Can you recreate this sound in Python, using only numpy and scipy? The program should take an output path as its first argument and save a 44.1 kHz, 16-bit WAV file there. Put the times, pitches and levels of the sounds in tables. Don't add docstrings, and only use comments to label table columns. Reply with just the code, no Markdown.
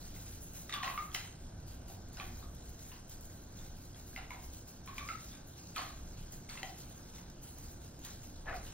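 import sys
import numpy as np
from scipy import signal
from scipy.fft import rfft, irfft, next_fast_len
from scipy.io import wavfile
from scipy.ndimage import uniform_filter1d, map_coordinates

SR = 44100
rng = np.random.default_rng(int(sys.argv[2]) if len(sys.argv) > 2 else 0)


def gain_from_db(level_db):
    decades = np.asarray(level_db, float) / 20
    return 10 ** decades


def to_wav(sig):
    pcm = np.clip(np.atleast_2d(sig), -1, 1) * 32767
    pcm = np.round(pcm).astype(np.int16)
    wavfile.write(sys.argv[1], SR, pcm.T)


N = 384993

# start_s, peak_db
BRISTLE_FLICKS = [(0.406, -48), (0.535, -40), (1.602, -49), (1.68, -44), (1.7463, -47), (2.0855, -48),
                  (2.549, -43.5), (2.694, -41), (3.0805, -47), (3.096, -37), (3.2094, -40), (3.253, -38),
                  (3.8531, -48), (4.0877, -43), (4.3045, -48), (4.3327, -43.5), (4.511, -54), (4.6778, -45),
                  (5.474, -51), (5.5802, -47), (6.3227, -39), (6.784, -45), (6.8974, -44), (7.4325, -53),
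                  (7.585, -38), (7.992, -43), (8.049, -34)]
# start_s, peak_db, body_db
HEAD_CATCHES = [(0.697, -45, 14), (0.7253, -65, -1), (0.74, -36, 3.5), (0.831, -45, 8), (1.137, -49, -12),
                (1.1458, -28.5, 8), (1.8842, -44, 0.5), (2.1306, -43, -13), (2.1969, -64, 0),
                (3.5224, -48, -5), (4.404, -52, -13), (4.86, -40.5, -5), (4.9432, -43, -5),
                (4.9806, -37, 6.5), (5.764, -36, -3), (5.8142, -54, -5), (6.493, -47.5, 9.5),
                (6.631, -42, 13), (7.1497, -50, 1), (7.3, -48, 11), (8.544, -45.5, 3)]


def unit(x):
    return x / np.sqrt(np.mean(x ** 2) + 1e-20)


def along(points, hz):
    f, v = np.transpose(points)
    return np.interp(np.log(hz + 1), np.log(f + 1), v)


def curves(rows):
    s, *columns = np.transpose(rows)
    return [np.interp(np.arange(N) / SR, s, column) for column in columns]


def during(rows):
    t = np.arange(N) / SR
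    return np.clip(np.minimum(t - rows[0][0], rows[-1][0] - t) / .003, 0, 1)


def wobble(rate):
    knots = rng.standard_normal(int(N * rate / SR) + 4)
    return map_coordinates(knots, [np.arange(N) * rate / SR])


def filtered(x, response):
    n = x.shape[-1]
    m = next_fast_len(n + 4096)
    return irfft(rfft(x, m) * response(np.fft.rfftfreq(m, 1 / SR)), m)[..., :n]


def humps(modes, hz):
    return gain_from_db(sum(db / (1 + ((hz - c) * 2 / w) ** 2) for c, w, db in modes))


def tiles(x):
    # pitch_hz, fade_s
    fade_times = [(400, 0.59), (1300, 0.44), (3500, 0.51), (9000, 0.13), (15000, 0.017)]
    hz, t, z = signal.stft(rng.standard_normal((2, SR * 2 // 5)), SR, nperseg=256)
    fade = gain_from_db(-60 * t / along(fade_times, hz)[:, None])
    tail = signal.istft(z * fade, SR, nperseg=256)[1]
    tail_t = np.arange(tail.shape[1]) / SR
    tail = tail * (1 - np.exp(-(tail_t / 0.0039) ** 2))
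    return signal.fftconvolve(x[None], tail / np.linalg.norm(tail[0]), axes=1)


def vent():
    # pitch_hz, level_db
    rumble_colour = [(10, -14), (22, 5), (40, -7.5), (80, -7), (300, -14.5), (400, -18.5), (750, -20),
                     (1250, -29), (1550, -24), (1750, -33), (2600, -41), (6000, -34.5), (16000, -56.5)]
    # pitch_hz, width_hz, gain_db
    room_modes = [(60, 22, 7), (99, 12, 8), (137, 12, 7), (177, 12, 8), (240, 16, 5), (290, 16, 4),
                  (350, 30, 5)]
    # time_s, thrum_db
    duct_pull = [(0, -52), (.9, -53), (1.17, -56), (1.6, -47), (2.16, -51), (2.63, -47), (2.8, -53.5),
                 (4.2, -51), (4.9, -53), (7.5, -53.5), (7.71, -53.5), (8.09, -57.5), (8.6, -48),
                 (8.73, -48.5)]
    thrum_db, = curves(duct_pull)
    air_db = -54 + 0.11 * (thrum_db - thrum_db.mean())
    air_db = air_db + 0.6 * wobble(3)

    def colour(hz):
        deep = 1 / (1 + (hz / 88) ** 8)
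        share = np.sqrt([1 - deep, deep])[:, None]
        return gain_from_db(along(rumble_colour, hz)) * humps(room_modes, hz) * share

    air, thrum = filtered(rng.standard_normal((2, 2, N)), colour)
    return gain_from_db(air_db) * unit(air) + gain_from_db(thrum_db + 1.84 * wobble(4)) * unit(thrum)


def scratch(spectrum, grain_db, grain_rate, patchy_db):
    noise = gain_from_db(grain_db * wobble(grain_rate)) * rng.standard_normal((2, N))
    z = signal.stft(noise, nperseg=512)[2]
    patches = uniform_filter1d(rng.standard_normal(z.shape[1:]), 9, 0)
    patches = uniform_filter1d(patches, 12, 1)
    grains = signal.istft(z * gain_from_db(patchy_db * unit(patches)), nperseg=512)[1][:, :N]
    return unit(filtered(grains, lambda hz: gain_from_db(along(spectrum, hz))))


def strokes():
    # start_s, hold_s, tips_db, rub_over_tips_db
    brush_strokes = [(0.002, 0.085, -57, -1.5), (0.154, 0.059, -52.5, -6.5), (0.266, 0.095, -53.5, -5),
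                     (0.424, 0.052, -50, -14), (0.553, 0.057, -49.5, -8), (0.742, 0.002, -52, -5),
                     (0.846, 0.18, -50.5, -14), (1.149, 0.026, -48, -0.5), (1.403, 0.022, -66.0, -3),
                     (1.678, 0.039, -58, -3.5), (1.885, 0.025, -54.5, -6), (2.145, 0.044, -60.5, -0.5),
                     (2.211, 0.14, -58, -5), (2.376, 0.063, -59, -5), (2.51, 0.082, -68.5, 4.5),
                     (2.644, 0.089, -60, -3.5), (2.793, 0.13, -56, -5), (3.115, 0.001, -54.5, -2.5),
                     (3.22, 0.22, -60, -4.5),
                     (3.565, 0.11, -57.5, -4), (3.768, 0.12, -60, -7), (3.968, 0.056, -59.5, -3.5),
               (4.073, 0.1, -57, -6), (4.305, 0.045, -58.5, -6), (4.431, 0.019, -54, -8),
               (4.537, 0.005, -51, -6.5), (4.683, 0.001, -53.5, -4), (4.873, 0.002, -57.5, -4),
               (4.965, 0.16, -57, 0), (5.202, 0.12, -57.5, -2), (5.475, 0.021, -58, -18),
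               (5.576, 0.13, -63.5, 3), (5.767, 0.06, -53.5, 0.5), (5.886, 0.25, -62, -2.5),
               (6.185, 0.035, -60.5, -1.5), (6.329, 0.001, -50.5, -9), (6.506, 0.087, -57, 2),
               (6.654, 0.049, -53.5, -3.5), (6.785, 0.049, -56, -4.5), (6.897, 0.24, -61.5, -2.5),
               (7.158, 0.008, -58, 1), (7.436, 0.051, -51.5, -10), (7.583, 0.14, -57.5, -3.5),
               (7.819, 0.061, -59, -3), (8.041, 0.085, -55.5, 0), (8.232, 0.03, -58, -3),
               (8.362, 0.051, -66, 2), (8.559, 0.0099, -57, 2.5), (8.638, 0.026, -55.5, -0.5)]
    press_db_per_s, lift_db_per_s = 608, 122.5
    tips_rest_db, rub_rest_db = -94, -65
    s, hold, db, rub_db = np.transpose(brush_strokes)[..., None]
    t = np.arange(0, N / SR + .004, .002)
    pressing = (s - t) * press_db_per_s
    lifting = (t - s - hold) * lift_db_per_s
    tips_db = db - np.maximum(0, np.maximum(pressing, lifting))

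    def total(parts_db, rest_db):
        return np.sqrt((gain_from_db(parts_db) ** 2).sum(axis=0) + gain_from_db(rest_db) ** 2)

    tips_gain = total(tips_db, tips_rest_db)
    rub_gain = total(tips_db + rub_db, rub_rest_db)
    return curves(np.transpose([t, tips_gain, rub_gain]))


def brush():
    # pitch_hz, level_db
    tips_colour = [(5000, -15.5), (7000, 2), (8200, -6.5), (9500, -1), (11000, 2.5), (13000, -5),
                   (15500, -3), (17000, -9.5)]
    rub_colour = [(1500, -8), (2800, -5.5), (4000, -5), (4800, -1.5), (6400, -0.5), (8200, -1.5),
                  (9500, -8), (12000, -16.5)]
    tips_gain, rub_gain = strokes()
    tips = scratch(tips_colour, grain_db=1.0, grain_rate=360, patchy_db=2.0)
    tips = tips_gain * gain_from_db(-3.5 + 1.5 * wobble(30)) * tips
    rub = scratch(rub_colour, grain_db=1.5, grain_rate=210, patchy_db=2.0)
    rub = rub_gain * gain_from_db(0.48 + 0.86 * wobble(13)) * rub

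    snaps, t = np.zeros((2, 2, N + SR)), np.arange(SR // 10) / SR
    shape = gain_from_db(-60 * t / .007) + gain_from_db(-11 - 60 * t / .16)
    flicks = [(*row, -23) for row in BRISTLE_FLICKS]
    for s, db, body_db in flicks + HEAD_CATCHES:
        size = gain_from_db(np.array([db - 3, db + body_db - 7.5]))[:, None, None]
        snaps[..., round(s * SR):][..., :len(t)] += size * shape * rng.standard_normal((2, 2, len(t)))

    def colour(hz):
        return gain_from_db(np.array([along(tips_colour, hz), along(rub_colour, hz)]))[:, None]

    return tips + rub + filtered(snaps[..., :N], colour).sum(axis=0)


def mouth():
    # pitch_hz, level_db
    crack_colour = [(400, -27), (800, -2), (1500, 2), (2900, -4.5), (5000, -9), (8000, -12), (12000, -30),
                    (16000, -33)]
    # start_s, click_db, cavity_hz, click_hz, cavity_db
    wet_smacks = [(0.6942, -42, 1240, 2000, -5.5), (0.695, -43, 1250, 3700, -15),
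                  (0.725, -36, 1130, 3650, -25), (0.7256, -38, 1160, 1950, -19),
                  (0.734, -42, 1140, 2950, -21), (0.8283, -38.5, 1050, 3070, -12),
                  (0.845, -37, 1050, 2770, -12), (1.1168, -52, 1260, 3320, -18),
                  (2.17, -51.5, 1490, 2860, -1), (2.171, -47, 1490, 5300, -25), (2.427, -58, 1200, 3650, 6),
                  (2.9171, -49.5, 1006, 2790, -5.5), (4.8753, -44.5, 1077, 2360, -1.5),
                  (5.318, -53, 1500, 3460, -29), (5.33, -51.5, 1500, 3600, -29),
                  (5.748, -54, 1140, 2610, -18), (5.753, -53, 1140, 3500, -20),
                  (5.7612, -34.5, 1285, 2450, -11), (5.7666, -44, 1267, 2930, 6.5),
                  (5.7799, -36, 1093, 4390, -0.5), (6.4904, -47, 1450, 2150, -20),
                  (6.497, -42.5, 1400, 4440, -24), (7.136, -60, 900, 2490, -5),
                  (7.1827, -54.5, 920, 2080, -2.5), (8.0478, -47, 1470, 3250, -43),
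                  (8.05, -48.5, 1470, 4840, -43), (8.036, -55, 1470, 3700, -43),
                  (8.6667, -50.5, 1250, 2860, -22)]
    # start_s, click_db, cavity_hz, click_hz, cavity_db
    dry_smacks = [(0.7387, -33, 1160, 3460, -14), (0.7465, -39, 1150, 2840, -11),
                  (0.8769, -33.5, 1054, 1990, -8), (0.899, -38.5, 1100, 1980, 1),
                  (0.9765, -35, 1215, 2150, 2), (1.148, -30.5, 1210, 2060, -17),
                  (1.1479, -32, 1210, 3080, -27), (1.1481, -35.5, 1210, 5370, -25),
                  (2.199, -35, 1150, 2440, -9.5), (3.5887, -53, 1460, 3560, -25),
                  (4.131, -55, 1460, 1610, -10), (4.1619, -34.5, 1420, 2090, -21),
                  (4.3061, -37.5, 973, 2180, -7.5), (4.9816, -33, 1090, 2330, -12.5),
                  (5.088, -33.5, 1333, 2110, -5), (5.077, -45, 1300, 5060, -23),
                  (6.554, -51, 970, 1000, -2.5), (6.5741, -40.5, 1420, 2070, -26),
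                  (6.577, -41.5, 1400, 2710, -28)]
    # start_s, click_db, click_hz, cavity_db, crack_db
    gulps = [(0.163, -52, 2040, -15, -10), (0.832, -31.5, 1860, -10, -5.5), (1.1544, -46, 2030, -7, -16),
             (1.8994, -60, 3700, 9, -12), (2.1824, -53, 1520, 4, 0), (2.2064, -51, 1150, 0, 0),
             (3.252, -67, 1650, -12, -4), (3.9454, -52, 3330, -23, -6), (4.176, -46.5, 2880, -2, -5),
             (4.3444, -55.5, 2200, 5, -14), (5.7894, -46, 2270, 2.5, -16), (6.6305, -33.5, 1980, -9.5, -19),
             (6.6312, -38.5, 3120, -24, -21), (8.4570, -53, 760, 2, -25)]
    wet_crack_db, dry_crack_db, shut_cavity_hz = -4.5, -12, 755
    wall_s, wall_db = .0138, -4
    out, t = np.zeros((2, N + SR)), np.arange(SR // 16) / SR

    def ring(hz, fade_s, rise_s):
        return gain_from_db(-60 * t / fade_s) * (1 - np.exp(-t / rise_s)) * np.sin(2 * np.pi * hz * t)

    even = filtered(t == t[64], lambda hz: gain_from_db(along(crack_colour, hz)))
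    contacts = [(*row, wet_crack_db) for row in wet_smacks]
    contacts += [(*row, dry_crack_db) for row in dry_smacks]
    contacts += [(s, db, shut_cavity_hz, *rest) for s, db, *rest in gulps]
    for s, db, cavity_hz, click_hz, cavity_db, crack_db in contacts:
        click = gain_from_db(3.5) * ring(click_hz, 0.012, 0.0012)
        click -= gain_from_db(-3.0) * ring(1.306 * click_hz, 0.0073, 0.001)
        click += gain_from_db(-8) * ring(1.57 * click_hz, 0.005, 0.0006)
        click += gain_from_db(-11) * ring(2.4 * click_hz, 0.0044, 0.00051)
        click -= gain_from_db(-17.5) * ring(2.5 * click_hz, 0.005, 0.00022)
        burst = .7 * gain_from_db(-60 * t / .011) * (1 - np.exp(-t / .0008)) * rng.standard_normal(len(t))
        crack = filtered(burst, lambda hz: gain_from_db(along(crack_colour, hz)) * hz / (hz + 2500))
        crack = gain_from_db(crack_db + 9.5) * crack
        cavity = gain_from_db(cavity_db - 5.5) * ring(cavity_hz, 0.025, 0.00086)
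        spray = gain_from_db(crack_db + 19) * even
        echoes = tiles(gain_from_db(-15) * click + cavity + spray)
        direct = gain_from_db(0.5) * click + gain_from_db(9) * crack + gain_from_db(6.5) * cavity
        at = round(s * SR)
        out[0, at:][:len(t)] += gain_from_db(db + 6) * direct
        out[:, at + round(wall_s * SR):][:, :len(t)] += gain_from_db(db + wall_db) * (click + cavity)
        out[:, at:][:, :echoes.shape[1]] += gain_from_db(db + 12.5) * echoes
    return out[:, :N]


def cheek():
    # time_s, pitch_hz, level_db
    pocket_hums = [
        [(0.735, 1157, -40), (0.755, 1200, -56), (0.765, 1185, -42), (0.769, 1155, -50), (0.785, 1170, -36.5),
         (0.795, 1140, -62), (0.803, 1150, -39), (0.811, 1176, -49), (0.83, 1072, -43)],
        [(0.83, 1058, -41), (0.852, 1055, -51), (0.866, 1134, -41), (0.878, 1074, -46), (0.884, 1060, -41),
         (0.892, 1130, -44), (0.922, 1084, -57), (0.962, 1113, -48), (0.972, 1190, -66)],
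        [(0.976, 1146, -51), (0.986, 1170, -42), (1.004, 1222, -51), (1.02, 1212, -38.5), (1.054, 1233, -61),
         (1.058, 1160, -53), (1.068, 1160, -55), (1.094, 1325, -72), (1.11, 1140, -63)],
        [(4.87, 1116, -64), (4.9, 1109, -51), (4.914, 1036, -61), (4.932, 1136, -55), (4.948, 1105, -61),
         (4.96, 1010, -65), (5.016, 1156, -51), (5.05, 1113, -52), (5.08, 1217, -64)],
        [(5.085, 1204, -61), (5.091, 1220, -46), (5.099, 1324, -54), (5.115, 1297, -50), (5.127, 1220, -62),
         (5.141, 1311, -56), (5.147, 1296, -43), (5.177, 1293, -55), (5.25, 1340, -71)],
    ]
    # time_s, pitch_hz, level_db
    jaw_hums = [
        [(6.632, 761.3, -52), (6.648, 763, -54), (6.678, 751, -55), (6.688, 774.9, -64), (6.696, 740, -53),
         (6.712, 741, -52), (6.726, 750, -58), (6.74, 667, -68)],
        [(8.455, 737.9, -60), (8.459, 742, -50), (8.487, 707.4, -49), (8.491, 702, -57), (8.511, 696, -50),
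         (8.523, 733.3, -50), (8.565, 725, -50), (8.6, 674, -61)],
    ]
    # time_s, pitch_hz, level_db
    whistle = [
        (8.465, 1608, -62),
        (8.475, 1725, -45),
        (8.483, 1770, -47),
        (8.509, 1670, -53),
        (8.515, 1870, -47),
        (8.519, 1893, -67),
        (8.53, 1891, -57),
    ]
    width_hz, steady = 110, 1.4
    out = np.zeros((2, N))
    for rows in [*pocket_hums, *jaw_hums, whistle]:
        hz, db = curves(rows)
        fuzz = np.array([steady + wobble(width_hz) + 1j * wobble(width_hz) for port in range(2)])
        fuzz = fuzz * [[1], [.75]]
        tone = (fuzz * np.exp(2j * np.pi * np.cumsum(hz) / SR)).real
        out += gain_from_db(db + 1.5 * wobble(300)) * during(rows) * unit(tone)
    return out


def slurp():
    # time_s, level_db
    swallow = [
        (8.456, -49),
        (8.47, -45),
        (8.49, -41),
        (8.52, -44),
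        (8.55, -48.5),
        (8.575, -65),
        (8.6, -69),
    ]
    # pitch_hz, width_hz, level_db
    throat_modes = [(495, 270, -1.5), (730, 220, 3), (1150, 236, 3), (1450, 570, 0.5), (1950, 250, 0.5),
                    (2390, 430, -8)]
    froth = gain_from_db(2.1 * wobble(220)) * rng.standard_normal(N)

    def throat(f):
        total = 0
        for k, (c, w, db) in enumerate(throat_modes):
            resonance = 1j * f * w / (c * c - f * f + 1j * f * w)
            total = total + gain_from_db(db) * resonance * (-1) ** k
        return total

    near = gain_from_db(curves(swallow)[0] - 4.0) * during(swallow) * unit(filtered(froth, throat))
    return near * [[1], [.6]] + gain_from_db(-5.5) * tiles(near)[:, :N]


def scene():
    return vent() + brush() + mouth() + cheek() + slurp()


def drop_hidden(ports, under_db, dead_db, top_db):
    sudden_times = [
        .725,
        1.125,
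        1.147,
        2.131,
        3.09,
        4.31,
        4.985,
        5.58,
        5.761,
        8.05,
    ]
    window = signal.windows.kaiser_bessel_derived(2048, 4 * np.pi)
    frame = dict(fs=SR, window=window, nperseg=2048)
    pair = np.array([ports[0] + ports[1], ports[0] - ports[1]]) / 2
    pair = np.pad(pair, ((0, 0), (49, 0)))
    hz, t, z = signal.stft(pair, **frame)
    hz, lines = hz[:1024, None], np.abs(z[:, :1024]) ** 2
    bands = np.repeat(lines.reshape(2, 32, 32, -1).mean(axis=2), 32, axis=1)
    sudden = np.abs(t[:, None] - sudden_times).min(axis=1) < .012
    snap_times = [row[0] for row in BRISTLE_FLICKS + HEAD_CATCHES]
    snapping = np.abs(t[:, None] - snap_times).min(axis=1) < .02
    kept = (bands > gain_from_db(2 * under_db) * bands[::-1]) | (hz < 6500) | sudden
    alive = lines > gain_from_db(2 * dead_db) * bands.sum(axis=0)
    kept = kept & (alive | (hz < 1500) | sudden | snapping)
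    kept = kept & ((hz < 15800) | (sudden & (bands > gain_from_db(2 * top_db))))
    z = z * np.pad(kept, ((0, 0), (0, 1), (0, 0)))
    mid, side = signal.istft(z, **frame)[1][:, 49:N + 49]
    return np.array([mid + side, mid - side])


def low_pass(x):
    return signal.sosfilt(signal.butter(12, 16510, fs=SR, output="sos"), x)


def record(dry):
    # pitch_hz, width_hz, gain_db
    port_modes = [(4000, 500, 4), (6400, 900, 3), (8200, 500, 7)]
    # pitch_hz, likeness (0 to 1)
    likeness = [(100, 1), (250, .97), (500, .45), (700, .55), (1000, .2), (1400, .55), (2000, .7),
                (2700, .25), (3800, .75), (6500, .88), (8500, .95), (11000, .85), (13500, .77), (16000, .9)]
    # pitch_hz, lead_radians
    left_lead = [(100, 0), (500, -.2), (850, .6), (1250, -.2), (2400, -1), (3300, 1.2), (4000, 1.6),
                 (6500, 2.5), (8500, 3.14), (10500, 3.65), (12000, 4.3), (14000, 5.1), (16000, 6.2)]
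    # pitch_hz, difference_db
    left_tilt = [(70, 0), (150, -1.7), (1000, -1.2), (2500, 0)]

    def share(hz):
        turn = np.arccos(along(likeness, hz)) / 2
        return humps(port_modes, hz) * [np.cos(turn), np.sin(turn)]

    def skew(hz):
        left = gain_from_db(along(left_tilt, hz) / 2) * np.exp(.5j * along(left_lead, hz))
        return np.array([left, 1 / left])

    front, lateral = filtered(dry, share)
    ports = filtered(np.array([front + lateral, front - lateral]), skew)
    mix = drop_hidden(ports, under_db=-9.5, dead_db=-10, top_db=-85.5)
    return low_pass(mix)


dry = scene()
out = record(dry)
to_wav(out)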